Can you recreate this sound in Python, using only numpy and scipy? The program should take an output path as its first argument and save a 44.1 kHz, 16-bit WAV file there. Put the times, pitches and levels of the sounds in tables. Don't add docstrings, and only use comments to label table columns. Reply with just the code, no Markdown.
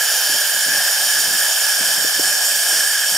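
import sys
import numpy as np
from scipy import signal
from scipy.fft import rfft, irfft, next_fast_len
from scipy.io import wavfile
from scipy.ndimage import uniform_filter1d, map_coordinates

SR = 44100
rng = np.random.default_rng(int(sys.argv[2]) if len(sys.argv) > 2 else 0)


def volts_from_db(level):
    exponent = np.asarray(level, float) / 20
    return 10 ** exponent


def to_wav(sig):
    pcm = np.clip(np.atleast_2d(sig), -1, 1) * 32767
    pcm = np.round(pcm).astype(np.int16)
    wavfile.write(sys.argv[1], SR, pcm.T)


N = 139797
TIME = np.arange(N) / SR
SCAN_HZ = 98.8
LEFT_RIGHT = np.array([[1], [-1]])

# time in seconds, peak level in dB, pitch in Hz.
SWIRLS = [(0.298, -31.5, 300), (0.685, -27, 280), (1.335, -36, 258), (1.811, -30, 262), (2.048, -23, 335),
          (2.052, -21, 510), (2.197, -18, 350), (2.197, -26, 540), (2.204, -28, 317), (2.53, -39, 278),
          (2.73, -28, 394)]


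def unit(x):
    return x / np.sqrt(np.mean(x ** 2) + 1e-20)


def along(points, hz):
    f, value = np.transpose(points)
    return np.interp(np.log(hz + 1), np.log(f + 1), value)


def curves(rows):
    seconds, *columns = np.transpose(rows)
    return [np.interp(TIME, seconds, column) for column in columns]


def wobble(rate):
    knots = rng.standard_normal(int(N * 200 / SR) + 4)
    return map_coordinates(knots, [TIME * rate])


def filtered(x, response):
    size = next_fast_len(N + 8192)
    spectrum = rfft(x, size) * response(np.fft.rfftfreq(size, 1 / SR))
    return irfft(spectrum, size)[..., :N]


def creeping(x, first, last):
    progress = np.linspace(0, 1, N)
    return (1 - progress) * filtered(x, first) + progress * filtered(x, last)


def resonant(modes, skirt, side=0, travel=0):
    def response(hz):
        power = 0
        for centre, width, db, *more in modes:
            change, lean = more or (0, 0)
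            peak = volts_from_db(2 * (db + change * travel) + side * lean)
            detune = (centre ** 2 - hz ** 2) / (hz * width + 1)
            power = power + peak / (1 + detune ** 2) ** skirt
        return np.sqrt(power)
    return response


def patchy(quick_db, slow_db):
    z = signal.stft(rng.standard_normal((1, N)), nperseg=512)[2]

    def field(bins, frames):
        rough = rng.standard_normal(z.shape[1:])
        smooth = uniform_filter1d(rough, bins, 0)
        return unit(uniform_filter1d(smooth, frames, 1))

    gain = volts_from_db(quick_db * field(8, 8) + slow_db * field(4, 120))
    return signal.istft(z * gain, nperseg=512)[1][0, :N]


def steady(modes, skirt):
    x = filtered(rng.standard_normal(N), resonant(modes, skirt))
    power = np.abs(uniform_filter1d(x ** 2, round(0.11 * SR)))
    return x / np.sqrt(power + 1e-9)


def gas_jet():
    # centre in Hz, width in Hz, level in dB.
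    tube = [(590, 78, -13), (783, 343, -13.5), (1510, 380, -16.5), (2670, 790, -17.5), (3570, 450, -15),
            (4380, 160, -16), (4674, 104, -5), (5097, 213, -7), (5370, 200, -8), (5714, 310, -8.5)]
    return unit(filtered(patchy(quick_db=1.26, slow_db=0.66), resonant(tube, 1.116)))


def whistle():
    # time in seconds, level in dB.
    swell = [(0.0, -23), (0.13, -27.5), (0.68, -24.5), (0.69, -21), (1.04, -27.5), (1.19, -22.5),
             (1.21, -28.5), (1.46, -23.5), (1.53, -30.5), (1.62, -25), (2.2, -27.5), (2.22, -34),
             (2.25, -23.5), (2.48, -28), (3.03, -23), (3.11, -34), (3.13, -23), (3.17, -27.5)]
    # centre in Hz, width in Hz, level in dB.
    lowest = [(1674, 117, 3), (1577, 134, -13.5)]
    # centre in Hz, width in Hz, level in dB at first, level in dB at last.
    upper = [(3107, 145, -28.5, -29.5), (5460, 114, -28.5, -27)]
    out = volts_from_db(curves(swell)[0] + 0.68) * steady(lowest, skirt=1.26)
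    for centre, width, first_db, last_db in upper:
        level_db = np.linspace(first_db, last_db, N) + 1.05 * wobble(9.12)
        out = out + volts_from_db(level_db) * steady([(centre, width, 0)], skirt=1.08)
    return out


def plate_echo(x):
    # delay in seconds at first, delay in seconds at last.
    delay = [(1.79e-3, 1.775e-3), (1.77e-3, 1.782e-3)]
    late = []
    for port, (first_s, last_s) in zip(x, delay):
        position = np.arange(N) - SR * np.linspace(first_s, last_s, N)
        late.append(map_coordinates(port, [position], order=5, mode="mirror"))
    return x - 0.35 * np.array(late)


def plume(shared_db):
    # centre in turns, length in turns, gain in dB.
    dwells = [
        (.02, .3, 3.2),
        (.51, .17, 4.2),
    ]
    # centre in Hz, width in Hz, level in dB, change along the seam in dB,
    # lean to the right in dB.
    gap = [(6230, 250, -13, 9, 6), (6885, 210, 3.5, -3, 4.5), (7300, 210, -1.5, 4, 4),
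           (7860, 220, -2, 2.2, 4), (8330, 220, -1.5, 7.5, 4.5), (8820, 160, -7, 5, 6),
           (9240, 280, -0.5, -2, 5), (10170, 220, -7, -10, 7), (10660, 380, -7, -3, 9),
           (11090, 360, -4, 1, 1), (11960, 320, -3.5, -7, 3), (12900, 500, -9, 5, -5),
           (13750, 470, -5, -5, 0), (14500, 400, -7.5, 0, 0)]
    # centre in Hz, width in Hz, time in seconds, length in seconds, extra gain.
    ringing = (9270, 130, 0.98, 0.7, 0.42)
    dwell_db = 0
    for turn, length, db in dwells:
        from_centre = (TIME * SCAN_HZ - turn + 0.5) % 1 - 0.5
        dwell_db = dwell_db + db * np.exp(-(from_centre / (length / 2)) ** 4)
    spit_db = shared_db + 0.39 * wobble(30.01) + 0.49 * wobble(90)
    sizzle = patchy(quick_db=-1.0, slow_db=0.02) * volts_from_db(dwell_db + spit_db)
    first = resonant(gap, 0.71, -LEFT_RIGHT, travel=-0.44)
    last = resonant(gap, 0.71, -LEFT_RIGHT, travel=0.58)
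    out = unit(plate_echo(creeping(sizzle, first, last)))
    centre, width, at_s, for_s, extra = ringing
    ring = filtered(out, lambda hz: np.exp(-((hz - centre) / width) ** 2))
    return out + extra * np.exp(-((TIME - at_s) / for_s) ** 2) * ring


def scan_hum():
    # multiple of the scan rate, rms level in dB.
    tones = [(2, -66), (4, -63), (5, -54), (6, -56), (7, -50), (9, -49), (10, -55), (12, -55)]
    out = 0
    for multiple, db in tones:
        peak = volts_from_db(db + 3 + wobble(3))
        out = out + peak * np.sin(2 * np.pi * (multiple * SCAN_HZ * TIME + rng.random()))
    return out


def to_ports(x):
    # centre in Hz, width in Hz, depth in dB at first, depth in dB at last.
    dips = [(1046, 144, 5, 4.5), (1986, 110, 5.5, 7), (2780, 86, 3.5, 4.9), (3865, 75, 11, 3.5),
            (3940, 64, -7, 13), (4440, 48, -2, 4), (7540, 95, 4.5, 4.6), (8570, 99, 3.5, 3),
            (12230, 170, 6, 5.4), (15100, 400, 0, 2.5)]
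    lag_s, low_cut_hz, slope = 8.5e-6, 493, 2.06

    def path(hz, end):
        depth_db = sum(db[end] * np.exp(-((hz - c) / width) ** 2) for c, width, *db in dips)
        low_cut = 1 / np.sqrt(1 + (low_cut_hz / (hz + 1)) ** (2 * slope))
        lag = np.exp(1j * np.pi * hz * lag_s * LEFT_RIGHT)
        return volts_from_db(-depth_db) * low_cut * lag

    return creeping(x, lambda hz: path(hz, 0), lambda hz: path(hz, 1))


def welding_head():
    # time in seconds, gas jet level in dB, plume level in dB.
    flow = [(0.0, -21.5, -21), (0.22, -18.5, -21.5), (0.68, -21.5, -21), (0.69, -20, -21),
            (0.9, -18.5, -20.5), (1.13, -20, -21), (1.93, -19.5, -20.5), (2.0, -21, -21.5),
            (2.77, -20, -20), (3.04, -22.5, -22), (3.05, -22.5, -21.5), (3.17, -20, -19.5)]
    jet_db, plume_db = curves(flow)
    shared_db = 0.5 * wobble(17)
    jet = volts_from_db(jet_db - 3.0 + shared_db) * gas_jet()
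    singing = volts_from_db(0.64 * shared_db) * whistle()
    sizzle = volts_from_db(plume_db + 1.42) * plume(shared_db)
    return to_ports(singing + jet + sizzle) + scan_hum()


def workshop():
    # centre in Hz, width in Hz, level in dB.
    bench = [(700, 420, -19), (1560, 300, -6), (2160, 290, -2), (3130, 410, 5), (4570, 460, 6),
             (5300, 280, 7), (7060, 310, 5.5), (7900, 400, -5), (8450, 400, 0), (9270, 400, 6),
             (10900, 820, -6), (12000, 620, 2), (13800, 1200, -5.5), (14900, 710, -2)]
    # frequency in Hz, level in dB per Hz.
    machines = [(15, -76), (25, -25), (161, -12), (188, -4), (226, -7), (450, -6.5), (580, -27),
                (990, -120)]
    echo = unit(filtered(patchy(quick_db=1.0, slow_db=1.5), resonant(bench, 1.5)))
    far = unit(filtered(rng.standard_normal(N), lambda hz: volts_from_db(along(machines, hz))))
    return volts_from_db(-26.5) * echo * LEFT_RIGHT + volts_from_db(-61.5) * far


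def rolling_gusts():
    # start in seconds, hold in seconds, level in dB.
    gusts = [(0.291, 0.042, -41.5), (0.412, 0.041, -54), (0.545, 0.033, -47.5), (0.654, 0.11, -39),
             (0.988, 0.079, -50), (1.14, 0.13, -46), (1.27, 0.072, -43), (1.43, .07, -59),
             (1.791, 0.032, -40.5), (1.863, 0.12, -46), (1.972, 0.085, -45.5), (2.15, 0.033, -47),
             (2.192, 0.1, -43), (2.502, 0.12, -53), (2.727, 0.036, -43.5), (2.804, .1, -57),
             (3.111, .06, -42.5)]
    # frequency in Hz, level in dB per Hz.
    rumble = [(15, -50), (40, -33), (70, -15.5), (120, -6.5), (250, -3.5), (400, -5.5), (700, -11.5),
              (1200, -50)]
    rise_s, fall_s, common = 0.0042, 0.043, 0.54
    strength = 0
    for start, hold, db in gusts:
        rise = np.clip((TIME - start) / rise_s, 0, 1)
        fall = np.exp(-np.clip(TIME - start - hold, 0, 9) / fall_s)
        strength = strength + volts_from_db(db) * rise * fall
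    lumps = filtered(rng.standard_normal((3, N)), lambda hz: volts_from_db(along(rumble, hz)))
    own = filtered(lumps[1:], lambda hz: hz / np.hypot(hz, 220))
    roll = common * lumps[0] + (1 - common) * own
    return strength * unit(roll * volts_from_db(1.2 * wobble(39.84)))


def swirl_thumps():
    out = 0
    for at_s, db, hz in SWIRLS:
        late = TIME - at_s
        out = out + volts_from_db(db) * np.exp(-(late * hz / 1.03) ** 2) * np.cos(2 * np.pi * hz * late)
    return out


def torn_puffs():
    # frequency in Hz, level in dB per Hz.
    torn = [(200, -30), (450, 2), (900, -7), (1300, -14), (1700, -60)]
    strength = sum(volts_from_db(db - 11.5 - 6 * ((TIME - at_s) / 0.006) ** 2) for at_s, db, _ in SWIRLS)
    noise = unit(filtered(rng.standard_normal(N), lambda hz: volts_from_db(along(torn, hz))))
    return strength * noise * LEFT_RIGHT


def buffet():
    part = lambda hz: np.exp(1j * 1.22 * LEFT_RIGHT / 2 * np.clip(hz / 350, 0, 1))
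    return filtered(rolling_gusts() + swirl_thumps(), part) + torn_puffs()


def scene():
    return welding_head() + workshop() + buffet()


def low_pass(x):
    return signal.sosfilt(signal.butter(12, 15730, fs=SR, output="sos"), x)


def record(dry):
    limited = filtered(dry, lambda hz: hz < 15735)
    return low_pass(limited)


dry = scene()
out = record(dry)
to_wav(out)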